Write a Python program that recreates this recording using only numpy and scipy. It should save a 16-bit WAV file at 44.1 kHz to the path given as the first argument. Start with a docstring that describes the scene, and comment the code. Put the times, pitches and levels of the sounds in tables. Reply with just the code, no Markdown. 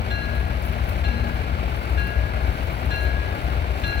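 """A diesel locomotive creeps along an outdoor track at idle, its bell struck about once a second.
The exhaust throbs with engine tones and firing puffs under the rush of fans and machinery.
The clapper sets the bell's modes ringing, and the trees scatter the ring.
The pickup is a pair of microphone ports, the right hearing everything about half a millisecond later;
close to them a faint dry crackle comes and goes."""
import sys
import numpy as np
from scipy import signal
from scipy.fft import rfft, irfft
from scipy.io import wavfile

SR = 44100
rng = np.random.default_rng(int(sys.argv[2]) if len(sys.argv) > 2 else 0)


def file_out(sig):
    """Save sig as 16-bit WAV at sys.argv[1]."""
    # one column per channel
    cols = np.atleast_2d(sig).T
    # limit, then scale
    lim = np.clip(cols, -1, 1)
    pcm = np.round(lim * 32767).astype(np.int16)
    wavfile.write(sys.argv[1], SR, pcm)


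N = 176400
CRANK_HZ, CYLINDERS = 3.91, 16

# strokes of the clapper (time [s], drive of the low modes [dB], of the high modes and clank [dB])
BELL_STROKES = [(0.103, -27, -31), (1.039, -30, -33), (1.973, -27, -38), (2.908, -25, -31.5),
                (3.835, -24.5, -28)]


def amp(db):
    """Decibels to gain."""
    return 10 ** (np.asarray(db) / 20)


def unit(x):
    """Scales to rms 1."""
    return x / np.sqrt(np.mean(abs(x) ** 2) + 1e-20)


def spectrum(points):
    """Reads a table over frequency at every bin."""
    hz, value = np.transpose(points)
    return np.interp(np.log(np.fft.rfftfreq(N, 1 / SR) + 1), np.log(hz), value)


def curve(points):
    """Reads a table over time at every sample."""
    return np.interp(np.arange(N) / SR, *np.transpose(points))


def drift(rate_hz):
    """Smooth random wander of rms 1."""
    lowpass = np.exp(-.5 * (np.fft.rfftfreq(N, 1 / SR) / rate_hz) ** 2)
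    return unit(irfft(rfft(rng.standard_normal(N)) * lowpass, N))


def add(mix, s, sound):
    """Mixes a sound in at s seconds."""
    part = mix[..., max(round(s * SR), 0):][..., :sound.shape[-1]]
    part += sound[..., :part.shape[-1]]


def noise_pair(colour, envelope=1):
    """Two unrelated noises, modulated and then coloured, at rms 1."""
    white = rng.standard_normal((2, N))
    return unit(irfft(rfft(white * envelope) * amp(spectrum(colour)), N))


def port_lag(hz):
    """Seconds by which sound reaches the right port after the left."""
    # lag of the right port (frequency [Hz], delay [s])
    right_lag = [(500, .00038), (800, .00036), (1170, .00043), (1650, .00046), (1900, .00044),
                 (2400, .00047), (2750, .00046), (3200, .00044), (3500, .0005), (4130, .00049),
                 (15000, .00051)]
    return np.interp(hz, *np.transpose(right_lag))


def ports(pair):
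    """Two unrelated signals become left and right: partly alike, the right later and mostly softer."""
    # right port against the left (frequency [Hz], gain [dB])
    right_gain = [(60, -6.5), (500, -8), (830, -3), (1170, -10.5), (1450, -5), (1800, -4.5), (2300, 2.5),
                  (2800, -6), (4100, 3.5), (5200, 0.5), (6300, -8.5), (7000, -9), (7600, -9.5),
                  (9800, -11.5), (11600, 0), (13500, -6.5), (15800, -29)]
    # likeness of the ports (frequency [Hz], coherence [0-1])
    likeness = [(60, 0.8), (300, 0.92), (800, 0.95), (1500, 1), (2500, 0), (4200, 0.6), (7000, 0.52),
                (15000, 0)]
    (left, unrelated), hz = rfft(pair), np.fft.rfftfreq(N, 1 / SR)
    same = np.clip(spectrum(likeness), 0, 1)
    delay = np.exp(-2j * np.pi * hz * port_lag(hz))
    right = delay * (same * left + np.sqrt(1 - same ** 2) * unrelated) * amp(spectrum(right_gain))
    return irfft(np.array([left, right]), N)


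def exhaust(turns):
    """Beating engine tones swell and sink over an uneven puff for every firing and a steady rumble."""
    # exhaust tones (multiple of the crank speed, level before the throb [dB])
    orders = [(8, -48), (12, -42), (14.15, -35), (16, -26.3), (17.15, -36), (20, -32), (21.4, -41),
              (27, -42)]
    # throb of those tones (time [s], swing before scaling by throb_depth [dB])
    throb = [(0, 4), (.25, -3), (.31, 4.5), (.5, 3.5), (.63, -1.5), (.7, 5), (.77, 2.5), (.93, 1),
             (1.02, 5.5), (1.22, 5.5), (1.29, -6.5), (1.4, 6.5), (1.46, -5), (1.54, 4), (1.64, 4.5),
             (1.7, -2), (1.87, -0.5), (1.99, 9), (2.06, 2), (2.11, -17), (2.17, 7), (2.24, 8), (2.28, -5),
             (2.4, 4), (2.46, 6), (2.52, 11), (2.56, -18), (2.62, 1.5), (2.75, 1.5), (2.82, -5),
             (2.89, 5.5), (2.97, -3), (3.07, 7.5), (3.2, 5), (3.25, -4.5), (3.4, -7), (3.46, 4),
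             (3.69, 5.5), (3.78, -6), (3.84, 6), (3.92, -21), (3.98, 6)]
    # colour of the engine's rumble (frequency [Hz], relative level [dB])
    rumble_colour = [(10, -49), (24, -18), (31, 7), (37, -30), (46, -2), (64, -14), (88, 2), (115, -7.5),
                     (160, -11.5), (250, -22.5), (500, -50), (1000, -83)]
    throb_depth, rumble_db = .8, -29.5
    puff_db, puff_hz, puff_s, uneven_db = -35, 85, .005, 4
    tones = sum(np.sqrt(2) * amp(db) * np.cos(2 * np.pi * (k * turns + rng.random())) for k, db in orders)
    firings = np.diff(np.floor(turns * CYLINDERS), prepend=0)
    firings *= amp(uneven_db * np.clip(rng.standard_normal(N), -2, 2))
    t = np.arange(SR // 10) / SR
    puff = np.exp(-t / puff_s) * t * np.cos(2 * np.pi * puff_hz * t)
    puffs = amp(puff_db) * unit(signal.fftconvolve(firings - firings.mean(), puff)[:N])
    bass = amp(rumble_db) * noise_pair(rumble_colour)
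    bass[0] += tones * amp(throb_depth * curve(throb)) + puffs
    return ports(bass)


def wavering(cycles, depth=.51, rate_hz=4.5):
    """A tone of rms 1 whose strength and phase wander."""
    wander = 1 + depth * (drift(rate_hz) + 1j * drift(rate_hz))
    return unit((wander * np.exp(2j * np.pi * cycles)).real)


def machinery(turns):
    """Fans and gear rush, pulsing a little with the firings; a drone, a hum and whines stand out."""
    # colour of the rush (frequency [Hz], relative level [dB])
    rush_colour = [(60, 5.5), (200, 0), (300, 2), (480, 0), (650, 3.5), (830, -0.5), (920, -2.5),
                   (1250, -3.5), (1450, -0.5), (1600, -6), (1850, -8.5), (2300, -7), (2800, -9.5),
                   (3400, -16), (4100, -21), (5000, -24), (6200, -29.5), (6550, -32.5), (7000, -31.5),
                   (7500, -31), (8500, -33.5), (10000, -30), (12000, -35), (15800, -27)]
    # loudness of the rush (time [s], level [dB])
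    rush_level = [(0, -30.5), (1, -29), (2, -29.5), (3, -29), (4, -29)]
    # drone of the engine's casing (frequency [Hz], relative level [dB])
    drone_colour = [(60, -25), (95, -3.5), (140, -5), (190, -9.5), (240, -10), (300, -25), (600, -58.5)]
    # loudness of the drone (time [s], level [dB])
    drone_level = [(0, -34.5), (1.3, -35), (2.3, -44.5), (4, -43)]
    # the engine's hum (time [s], level [dB])
    hum_level = [(0, -42.5), (1.3, -37.5), (2, -49), (4, -52)]
    # wavering machinery whines (frequency [Hz])
    whine_hz = [183, 377, 475, 612, 690, 795, 846]
    # the same whines (level [dB])
    whine_db = [-45.5, -50, -59, -49, -52.5, -58, -53]
    clatter_depth, flutter_db, hum_order = .067, 1.12, 60
    firing_phase = 2 * np.pi * CYLINDERS * turns
    clatter = 1 + clatter_depth * (np.cos(firing_phase) + np.cos(firing_phase / 2)) / 2
    flutter = amp(flutter_db * drift(rate_hz=75))
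    mix = amp(curve(rush_level)) * noise_pair(rush_colour, clatter * flutter)
    mix += amp(curve(drone_level)) * noise_pair(drone_colour)
    mix[0] += amp(curve(hum_level)) * wavering(hum_order * turns)
    for hz, db in zip(whine_hz, whine_db):
        mix[0] += amp(db) * wavering(hz * np.arange(N) / SR)
    return ports(mix)


def grain_power(per_s=500, spread_db=7.5, decay_s=.0062):
    """Power of a stream of short grains of uneven size, mean 1."""
    onsets = rng.random(N) < per_s / SR
    grains = onsets * amp(spread_db * np.minimum(rng.exponential(1, N), 4))
    power = signal.lfilter([1], [1, -np.exp(-2 / (decay_s * SR))], grains ** 2)
    return power / power.mean()


def crackle():
    """Close to the ports: clumps of tiny bright grains, most in one band only, and a few louder ticks."""
    # colour of the grains (frequency [Hz], relative level [dB])
    grain_colour = [(1000, -23), (5000, -7), (7000, -3), (9300, -8), (9900, 3.5), (10700, 0), (11300, -7),
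                    (12000, -1), (12900, -8), (14200, -2), (14700, 5), (15600, 0.5)]
    # bands that crackle separately (edge [Hz])
    band_edges = [0, 9300, 11200, 13400, 22050]
    # coming and going of the grains (time [s], level [dB])
    grain_level = [(0, -54), (.28, -60), (.38, -48), (.53, -60), (.65, -47), (.78, -56), (.9, -45),
                   (1.1, -70), (1.35, -49.5), (1.5, -70), (1.8, -50), (2.07, -54), (2.27, -59), (2.55, -52),
                   (3.03, -48.5), (3.2, -70), (3.4, -50), (3.72, -57), (3.82, -48.5), (4, -49)]
    # louder ticks (time [s], level before tick_boost_db [dB])
    ticks = [(0.3491, -47), (0.622, -43), (0.6494, -46), (0.6624, -41), (0.7238, -45), (0.8939, -44),
             (0.977, -48), (1.7624, -48), (1.9011, -46), (2.0702, -45), (2.7292, -49), (2.7786, -49),
             (3.038, -45), (3.3495, -47)]
    # colour of the ticks (frequency [Hz], relative level [dB])
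    tick_colour = [(3000, -25), (8800, -17), (10100, -1), (11000, -3), (12000, 0), (13000, -7), (14200, 4),
                   (15800, 1)]
    shared, tick_decay_s, tick_boost_db = .33, .005, 7
    hz, t = np.fft.rfftfreq(N, 1 / SR), np.arange(SR // 20) / SR
    hiss, common_power = rfft(noise_pair(grain_colour)), grain_power()
    grains, tick_envelope = np.zeros((2, N)), np.zeros(N)
    for lo, hi in zip(band_edges, band_edges[1:]):
        power = shared * common_power + (1 - shared) * grain_power()
        grains += irfft(hiss * (hz >= lo) * (hz < hi), N) * np.sqrt(power)
    for s, db in ticks:
        add(tick_envelope, s, amp(db + tick_boost_db) * np.exp(-t / tick_decay_s))
    return ports(grains * amp(curve(grain_level)) + tick_envelope * noise_pair(tick_colour))


def clapper(gain_db=-7, hz=3300, decay_s=.014):
    """The clapper hits the bell with a short, noisy clank."""
    out, t = np.zeros((2, N)), np.arange(int(1.5 * SR)) / SR
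    band = signal.butter(2, [hz * .73, hz * 1.1], "band", fs=SR)
    for s, _, high_db in BELL_STROKES:
        clank = unit(signal.lfilter(*band, rng.standard_normal((2, len(t)))))
        add(out, s, amp(high_db + gain_db) * np.exp(-t / decay_s) * clank)
    return out


def bell():
    """Each stroke sets the modes ringing; echoes scattered by the trees make each mode flutter."""
    # the bell's modes (frequency [Hz])
    mode_hz = [1427, 1655.5, 2740, 3527, 3890, 4113.5, 4222, 5691, 7386, 9200, 11440]
    # the same modes (left gain [dB], right gain [dB], t60 [s], attack [s], echo to direct [ratio])
    modes = [(-11.5, -16, 3, .005, .5), (1, -7.5, 1.9, .004, .35), (-4, -8.5, .7, .012, .6),
             (-4, -9, .17, .002, .3), (-22, -19, .4, .003, .5), (-5.5, -4.5, .9, .005, .7),
             (-22, -18, .6, .004, .6), (-20, -27, .55, .002, .4), (-23, -31, .25, .002, .4),
             (-30, -37, .25, .002, .5), (-38, -33, .3, .002, .5)]
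    high_above_hz, scatter_hz, scatter_build_s = 3200, 18, .01
    out, t = np.zeros((2, N)), np.arange(int(1.5 * SR)) / SR
    echo_build = 1 - np.exp(-t / scatter_build_s)
    for hz, (left_db, right_db, t60, attack_s, wet) in zip(mode_hz, modes):
        lag = np.array([[0], [port_lag(hz)]])
        envelope = amp([[left_db], [right_db]]) * (1 - np.exp(-t / attack_s)) * amp(-60 * t / t60)
        ring = envelope * np.exp(2j * np.pi * hz * (t - lag))
        echoes = np.array([drift(scatter_hz) + 1j * drift(scatter_hz) for _ in range(2)]) / np.sqrt(2)
        for s, low_db, high_db in BELL_STROKES:
            drive = amp(high_db if hz > high_above_hz else low_db)
            scatter = wet * echo_build * np.roll(echoes, -round(s * SR), 1)[:, :len(t)]
            add(out, s, drive * (ring * (1 + scatter)).real)
    return out


def scene():
    """One crankshaft drives exhaust and machinery; the bell rings above them, the crackle sits close."""
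    crank_hz = CRANK_HZ * (1 + .004 * drift(rate_hz=2.1))  # the idle wanders slightly
    turns = np.cumsum(crank_hz) / SR
    return exhaust(turns) + machinery(turns) + bell() + clapper() + crackle()


def record(dry):
    """The recorder cuts the deepest bass and the highest treble."""
    low_cut_hz, high_cut_hz = 35, 15850
    low_cut = signal.butter(4, low_cut_hz, "high", fs=SR, output="sos")
    high_cut = signal.firwin(801, high_cut_hz, window=("kaiser", 9), fs=SR)
    return signal.oaconvolve(signal.sosfilt(low_cut, dry), high_cut[None], "same")


dry = scene()
out = record(dry)
file_out(out)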